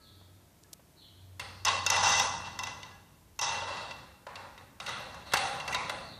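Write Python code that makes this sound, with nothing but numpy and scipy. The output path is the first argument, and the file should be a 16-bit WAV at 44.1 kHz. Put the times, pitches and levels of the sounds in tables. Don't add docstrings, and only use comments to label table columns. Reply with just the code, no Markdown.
import sys
import numpy as np
from scipy import signal
from scipy.fft import rfft, irfft
from scipy.io import wavfile
from scipy.ndimage import uniform_filter1d

SR = 44100
rng = np.random.default_rng(int(sys.argv[2]) if len(sys.argv) > 2 else 0)


def amplitude_ratio(level_db):
    exponent = np.asarray(level_db, float) / 20
    return 10 ** exponent


def transcribe(signal):
    frames = np.atleast_2d(signal).T
    limited = np.clip(frames, -1, 1)
    pcm = np.round(limited * 32767).astype(np.int16)
    wavfile.write(sys.argv[1], SR, pcm)


N = 272979


def rms_one(x):
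    return x / np.sqrt(np.mean(x ** 2) + 1e-20)


def in_time(rows):
    s, *columns = np.transpose(rows)
    return [np.interp(np.arange(N) / SR, s, c) for c in columns]


def band(x, low_hz, high_hz):
    edges_hz = [low_hz, min(high_hz, .45 * SR)]
    return signal.sosfilt(signal.butter(2, edges_hz, "band", fs=SR, output="sos"), x)


def coloured(points):
    hz = np.fft.rfftfreq(N, 1 / SR) + 1
    point_hz, point_db = np.array(points).T
    gain = amplitude_ratio(np.interp(np.log(hz), np.log(point_hz), point_db))
    return rms_one(irfft(gain * rfft(rng.standard_normal(N)), N))


def resonance(x, hz, width_hz):
    r = np.exp(-np.pi * width_hz / SR)
    rise = (1 - r * r) / 2
    return signal.lfilter([rise, 0, -rise], [1, -2 * r * np.cos(2 * np.pi * hz / SR), r * r], x)


def bursts(at_s, db, length_ms):
    out = np.full(N + 2000, 1e-18)
    t = np.arange(2000) / SR
    noises = rng.standard_normal((len(at_s), 2000))
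    for s, level_db, ms, noise in zip(at_s, db, length_ms, noises):
        shape = (1 - np.exp(-t / 0.0019)) * np.exp(-1000 * t / max(ms, .3))
        out[round(s * SR):][:2000] += amplitude_ratio(level_db) * shape * noise
    return out[:N]


# start in seconds, level of the low modes in dB,
# middle modes over the low in dB, high modes over the low in dB.
JOLTS = [(1.395, -35.5, 3, -10), (1.649, -26, 4, 4), (1.681, -19, -1, -10), (1.863, -16.5, 0.5, -4),
         (1.9, -13, -1.5, -4.5), (1.964, -17, -4, -13), (2.196, -13, -2.5, -13), (2.589, -26.5, 2.5, -6.5),
         (2.633, -34, 5.5, 0.1), (2.669, -32, 4, -11), (2.829, -42.5, 11, -9), (3.39, -22.5, -4, -7),
         (3.412, -29, -1.5, 1), (3.768, -33.5, -0.5, -19), (3.909, -51.5, 18.5, -5),
         (4.2663, -32, -12, -46), (4.355, -42, 9.5, -24), (4.576, -46, 4, -28), (4.8, -37, 5, -14),
         (4.862, -38, 7, -10), (4.888, -44, 11, -2), (5.142, -37.5, -16, -19), (5.32, -33, 1, -23),
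         (5.335, -17, -4.5, -11.5), (5.369, -38.5, 16.5, 0), (5.599, -46.5, 17.5, -9), (5.677, -29, 3, -18),
         (5.725, -35, 3, -5), (5.745, -20, 2, -23), (5.894, -28.5, -.5, -18)]
JOLT_CRACK_DB = [2.5, 2.5, 9]


def ticks(tray_share):
    reflector_ms, tray_ms = 2.73, 5.93
    s, low_db, middle_db, high_db = np.transpose(JOLTS)
    ms = reflector_ms + (tray_ms - reflector_ms) * tray_share[(s * SR).astype(int) + 300]
    levels = [low_db, low_db + middle_db, low_db + high_db]
    out = 0
    for g in range(3):
        force = bursts(s, levels[g] + JOLT_CRACK_DB[g], ms)
        out = out + fixture_body(force, g, tray_share ** 3, damping=1.38)
    return out


# start in seconds, level of the low modes in dB, shaking time in seconds,
# middle modes over the low in dB, high modes over the low in dB.
RATTLE_BURSTS = [(1.395, -42.5, 0.0024, 0, -3.5), (1.649, -27.5, 0.023, 3, -30), (1.864, -40, .03, 5, -18),
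                 (1.901, -29, 0.097, .6, -1.5), (2.019, -24.5, .19, 0, -0.3), (2.432, -44, 0.024, 2.5, -6),
                 (2.589, -40.5, 0.036, -5.5, -21), (2.634, -42.5, 0.069, -0.4, -5.5),
                 (2.83, -52.5, .02, -1, -6), (3.404, -30.5, 0.027, -0.5, 0), (3.45, -34, 0.17, -1.4, -16),
                 (3.661, -37, 0.24, -3, -19), (4.269, -46.5, 0.16, -25, -26), (4.354, -47, 0.11, -10, -23),
                 (4.577, -54.5, 0.045, -9, -11), (4.802, -47.5, 0.067, -3.5, -2.5),
                 (4.862, -39.5, 0.049, 2, -5), (4.95, -45, 0.26, -2.5, -14), (5.25, -52.5, 0.095, 1, -2),
                 (5.336, -32, 0.13, -3, -5.5), (5.5, -40, 0.15, -6.5, -18), (5.678, -35, 0.12, -23, -11.5),
                 (5.748, -38.5, 0.12, -5, -18), (5.896, -44.5, 0.1, -2, -6)]
ECHO_FADE_DB_PER_S = [62, 82.5, 86]


def rattle_levels():
    build_up_s, sag_db_per_s = .018, 24
    stop_db, stop_s = 2, 0.005
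    power = np.full((3, N), 1e-10)
    for s, db, shake_s, middle_db, high_db in RATTLE_BURSTS:
        start = round(s * SR)
        t = np.arange(N - start) / SR
        after = np.clip(t - build_up_s - shake_s, 0, None)
        direct_db = db - sag_db_per_s * (t - after) - stop_db * (1 - np.exp(-after / stop_s))
        rise = np.minimum(t / build_up_s, 1) ** 2
        for g, tilt_db in enumerate([0, middle_db, high_db]):
            level_db = direct_db + tilt_db - ECHO_FADE_DB_PER_S[g] * after
            power[g, start:] += (rise * amplitude_ratio(level_db)) ** 2
    low_db, middle_db, high_db = 10 * np.log10(power)
    return low_db, middle_db - low_db, high_db - low_db


CLUTTER_RANGE_HZ = (1750, 3150)


def rattle(low_db, middle_db, high_db, tray_share):
    hits = rng.random(N) < 700 / SR
    strength = amplitude_ratio(4.5 * np.minimum(rng.exponential(1, N), 4))
    contacts = hits * strength * rng.choice([-1, 1], N)
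    force = 0.24 * rms_one(contacts) + 0.8 * rng.standard_normal(N)
    force = signal.sosfilt(signal.butter(8, 10300, fs=SR, output="sos"), force)
    levels = [low_db, low_db + middle_db, low_db + high_db]
    wander = np.interp(np.arange(N) / SR / .035, np.arange(400), rng.standard_normal(400))
    tray_share = tray_share + .2 * wander
    body = sum(amplitude_ratio(levels[g] - 1.5) * fixture_body(force, g, tray_share, damping=.85) for g in range(3))
    clutter_db = levels[1] - 16.5 + 11.5 * tray_share
    clutter = amplitude_ratio(clutter_db) * rms_one(band(force[::-1], *CLUTTER_RANGE_HZ))
    return body + clutter + amplitude_ratio(low_db) * loose_panel(force)


# start in seconds, share of the tray from 0 to 1,
# frequency of the loose panel in Hz, its width in Hz, its level over the low modes in dB.
SHAKING_PARTS = [(1.39, 0.93, 4300, 597, -4), (1.646, 0.15, 1072, 60, -3), (1.861, 0.01, 1000, 196, -13),
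                 (2.585, 0.11, 990, 60, -18), (3.38, 0.05, 6300, 397, -28), (3.617, 0.23, 640, 147, -10.5),
                 (3.96, 0.66, 3900, 600, -34), (4.26, 0.53, 1670, 504, -14.5), (4.795, 0.59, 1310, 198, -9),
                 (4.999, 0.6, 673, 358, -9.5), (5.315, 0.88, 1740, 400, 4), (5.36, 0.66, 797, 30, -4.5),
                 (5.719, 0.48, 2000, 400, -5.5), (5.89, 0.92, 650, 300, -5.5)]


def loose_panel(force):
    out = np.zeros(N)
    for s, _, hz, width_hz, db in SHAKING_PARTS:
        start = round(s * SR)
        once = resonance(force, hz, 1.96 * width_hz)
        twice = resonance(once, hz, 1.96 * width_hz)
        out[start:] = amplitude_ratio(db) * rms_one(twice)[start:]
    return out


def tray_share_in_time():
    rows = np.array(SHAKING_PARTS)
    current = np.searchsorted(rows[:, 0], np.arange(N) / SR) - 1
    return uniform_filter1d(rows[np.clip(current, 0, None), 1], size=400)


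REFLECTOR_MODES_HZ = [555, 795, 826, 858, 917, 972, 1001, 1030, 1099, 1149, 1372, 1650, 2007, 2712, 2890,
                      3450, 3737, 4015, 4432, 4935, 5259, 5299, 5600, 5830, 6200, 8270, 9200]
# width in Hz, level in dB.
REFLECTOR_MODES_RING = [(38.4, -21), (14.4, 8), (12.3, 2), (13.5, 5), (17.5, 4.5), (13.5, -59), (9, 7.5),
                        (9.9, 6.5), (17.1, 5), (11.9, -27), (16.2, 1), (60, -18), (23.4, 3), (32, 4),
                        (30, -18), (120, -4.5), (31.6, -1.5), (31.7, -11.5), (22, -4), (51, -6.5), (11, 4),
                        (11, -5), (120, -4.5), (122, -4), (223, -5), (90, -23), (496, -24.5)]
# frequency in Hz, width in Hz, level in dB.
TRAY_MODES = [(553, 89, 5), (590, 24, -39), (797, 73, 4.5), (1106, 23, -4), (1140, 480, -3.5),
              (1934, 126, -7.5), (2094, 56, -3.5), (2707, 41, -6.5), (3398, 123, -8), (4300, 400, -17.5),
              (4770, 420, -7), (6440, 120, -15), (7900, 2100, -18.5)]


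def fixture_body(force, group, tray_share, damping):
    share = np.clip(tray_share, 0, 1)
    reflector_rest_db, tray_rest_db = MODE_GROUPS[group][2:]
    reflector_modes = np.column_stack([REFLECTOR_MODES_HZ, REFLECTOR_MODES_RING])
    reflector = sheet_metal(force, reflector_modes, group, reflector_rest_db, damping)
    tray = sheet_metal(force, TRAY_MODES, group, tray_rest_db, damping)
    return np.sqrt(1 - share) * reflector + np.sqrt(share) * tray


# lowest frequency in Hz, highest in Hz, then the level in dB
MODE_GROUPS = [
    (493, 1400, -7.5, -16.5),
    (1715, 4640, -13.5, -19.5),
    (4600, 7560, -23.5, -23.5),
]


def sheet_metal(force, modes, group, rest_db, damping):
    low_hz, high_hz = MODE_GROUPS[group][:2]
    click = np.eye(1, 16384)[0]
    out = amplitude_ratio(rest_db) * band(click, low_hz, high_hz)
    for k, (hz, width_hz, db) in enumerate(modes):
        if low_hz <= hz and (hz < high_hz or group == 2):
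            out += (-1) ** k * amplitude_ratio(db) * resonance(click, hz, damping * width_hz)
    if group == 2:
        out += amplitude_ratio(rest_db - 10) * band(click, high_hz, 17500.0)
    out = signal.sosfilt(signal.butter(2, 1.064 * low_hz, "high", fs=SR, output="sos"), out)
    return signal.fftconvolve(force, out / np.sqrt(np.sum(out ** 2)))[:N]


def air(level_db):
    noise = rng.standard_normal(N)
    knots = rng.standard_normal((11, 400))
    u = np.arange(N) / SR / .05
    out = np.zeros(N)
    for hz, row in zip(range(11000, 15000, 370), knots):
        patch_db = level_db - 53 + 10.5 * np.interp(u, np.arange(400), row)
        whistle = resonance(resonance(noise, hz, 330), hz, 330)
        out += amplitude_ratio(patch_db) * rms_one(whistle)
    return out


def room(x):
    t60_s, dull_hz, gap_s = 1, 4660, 0.0027
    t = np.arange(SR) / SR
    noise = signal.sosfilt(signal.butter(6, 10000, fs=SR, output="sos"), rng.standard_normal(SR))
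    dull = signal.lfilter(*signal.butter(1, dull_hz, fs=SR), noise)
    tail = dull * amplitude_ratio(-60 * t / t60_s) + (noise - dull) * amplitude_ratio(-60 * t / (.6 * t60_s))
    tail *= np.clip((t - gap_s) / .015, 0, 1)
    return signal.fftconvolve(x, tail / np.sqrt(np.sum(tail ** 2)))[:N]


# start in seconds, peak
# level in dB, highest frequency in Hz.
STARTER_SNAPS = [
    (.6335, -46, 9000),
    (0.637, -38, 8500),
    (.693, -57, 11100),
    (0.7307, -33, 14000),
    (0.733, -25, 9000),
    (0.7369, -32, 14000),
    (3.363, -46, 6000),
]


def snaps():
    out = np.zeros(N)
    for s, peak_db, top_hz in STARTER_SNAPS:
        click = band(np.eye(1, 400)[0], 3800, top_hz)
        out[round(s * SR):][:400] += amplitude_ratio(peak_db + 11.0) * click
    return out


# start in seconds, peak level in dB.
MICROPHONE_BUMPS = [
    (0.21, -49),
    (5.337, -24),
    (4.3, -59),
    (0.728, -45.5),
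    (0.792, -47),
]


def thumps():
    s, peak_db = np.transpose(MICROPHONE_BUMPS)
    return band(bursts(s, peak_db + 9.5, 6.3 + 0 * s), 36, 1000)


# start in seconds, level in dB, frequency in Hz,
# time to fade by 60 dB in seconds.
GLASS_PINGS = [
    (0, -67, 1300, 1.9),
    (0, -70.5, 1660, 1.3),
    (.645, -61, 1683, 0.092),
    (.68, -73, 1296, 0.93),
    (2.918, -54.5, 1670, 0.38),
    (.35, -74, 697, 9.0),
]


def pings():
    t = np.arange(N) / SR
    out = np.zeros(N)
    for s, db, hz, t60_s in GLASS_PINGS:
        level = amplitude_ratio(db - 60 * np.clip(t - s, 0, 5) / t60_s) * (t > s)
        out += level * np.sin(2 * np.pi * hz * t)
    return out


# time in seconds, level in dB.
HUM_SWELL = [(0.0, -67), (0.21, -56), (0.86, -77.5), (1.24, -51), (1.65, -51.5), (1.74, -43.5),
             (2.89, -56.5), (3.29, -80), (3.43, -57), (3.64, -53), (4.26, -72.5), (4.45, -61), (4.57, -74),
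             (4.62, -56), (4.71, -88), (5.72, -64), (6.02, -73), (6.19, -76)]


def hum():
    hum_hz = 93.3
    wobble = rms_one(resonance(rng.standard_normal(N), hum_hz, 19))
    tone = np.sqrt(2) * np.sin(2 * np.pi * hum_hz * np.arange(N) / SR)
    return amplitude_ratio(in_time(HUM_SWELL)[0] + 4) * (0.46 * tone + 0.19 * wobble)


# start in seconds, level in dB, first frequency in Hz,
# last frequency in Hz, length in seconds.
BIRD_CHIRPS = [(0, -61, 4700, 4060, 0.049), (0.028, -63.5, 4110, 3380, 0.069),
               (.13, -72, 4680, 4300, 0.063), (0.162, -67.5, 3800, 3420, 0.045),
               (0.959, -58.5, 4400, 3930, 0.057), (0.998, -61, 3620, 3090, 0.06),
               (1.097, -69, 4300, 3930, 0.057), (1.155, -68, 3490, 3160, 0.032),
               (3.693, -55, 4600, 4390, 0.071), (3.793, -63, 4600, 4070, 0.091),
               (5.241, -51.5, 4620, 3750, 0.071), (6.02, -50, 4600, 4210, 0.029),
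               (6.064, -54, 4600, 3670, 0.067)]


def chirps():
    out = np.zeros(N)
    for s, db, start_hz, end_hz, length_s in BIRD_CHIRPS:
        u = np.arange(round(length_s * SR)) / (length_s * SR)
        fall_hz = end_hz + (start_hz - end_hz) * np.exp(-2.5 * u)
        hz = fall_hz + 260 * np.sin(2 * np.pi * 140 * length_s * u)
        whistle = np.sin(2 * np.pi * np.cumsum(hz) / SR)
        out[round(s * SR):][:len(u)] += amplitude_ratio(db) * np.sin(np.pi * u) * whistle
    return 0.75 * out + 1.52 * room(out)


# frequency in Hz, level in dB per Hz.
RUMBLE_COLOUR = [(12, -30), (20, -24), (38, -15), (75, 5.5), (102, 3.5), (235, -7), (500, -19), (650, -12),
                 (1100, -120)]
# time in seconds, level in dB.
BUILDING_ACTIVITY = [(0, -0.5), (.7, -0.5), (1.3, -1.5), (2.3, 3.5), (3.2, -1), (4, 0.5), (4.3, -2.1),
                     (5.1, 3), (6.19, 5)]


def rumble(burst_db):
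    noise = coloured(RUMBLE_COLOUR)
    busy_db = in_time(BUILDING_ACTIVITY)[0]
    strength_db = burst_db + 35
    sluggish_db = 10 * np.log10(uniform_filter1d(amplitude_ratio(strength_db) ** 2, size=SR // 2) + 1e-12)
    deep = np.hypot(amplitude_ratio(-67), amplitude_ratio(-59.5 + 0.34 * sluggish_db)) * amplitude_ratio(0.9 * busy_db)
    upper = np.hypot(amplitude_ratio(-63.5), amplitude_ratio(-54 + 0.33 * strength_db)) * amplitude_ratio(busy_db)
    return deep * rms_one(band(noise, 18.5, 68.4)) + upper * rms_one(band(noise, 109, 860))


# frequency in Hz, level in dB per Hz.
HISS_COLOUR = [(180, -55), (300, 1.5), (559, -10), (884, -6.5), (1330, -11), (1650, -11.5), (2730, -14.5),
               (13200, -16.5), (15000, -12.5)]


def hiss():
    return amplitude_ratio(-63.5) * coloured(HISS_COLOUR)


def scene():
    tray_share = tray_share_in_time()
    jolts = ticks(tray_share)
    levels = rattle_levels()
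    fixture = jolts + amplitude_ratio(-12.0) * room(jolts) + rattle(*levels, tray_share) + air(levels[0])
    small_sounds = snaps() + thumps() + pings() + hum() + chirps()
    return (fixture + small_sounds + rumble(levels[0]) + hiss())[None]


# frequency in Hz,
# lowest level kept against the body in dB.
MASKED_TREBLE = [(7000, -41), (9000, -36), (10200, -33), (10800, -29), (12000, -28), (14500, -27.5)]


def starve_treble(x):
    lead = 1024 - 813
    hz, _, frames = signal.stft(np.pad(x, (lead, 0)), SR, "cosine", 2048, 1024)
    power = np.abs(frames) ** 2 + 1e-20
    body = power[(hz > 500) & (hz < 6500)].mean(0)
    luck = rng.standard_normal((24, len(body)))
    for k, low in enumerate(range(320, 704, 16)):
        under_db = 10 * np.log10(power[low:low + 16].mean(0) / body)
        limit_db = np.interp(hz[low], *np.transpose(MASKED_TREBLE)) + 3.5 * luck[k]
        frames[low:low + 16] *= under_db > limit_db
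    return signal.istft(frames, SR, "cosine", 2048, 1024)[1][lead:lead + N]


def top_cut(x):
    return signal.sosfilt(signal.butter(12, 15600, fs=SR, output="sos"), x)


def record(dry):
    cut = signal.sosfilt(signal.cheby2(14, 45, 14980, fs=SR, output="sos"), dry)
    finished = starve_treble(cut[0])[None]
    return top_cut(finished)


dry = scene()
out = record(dry)
transcribe(out)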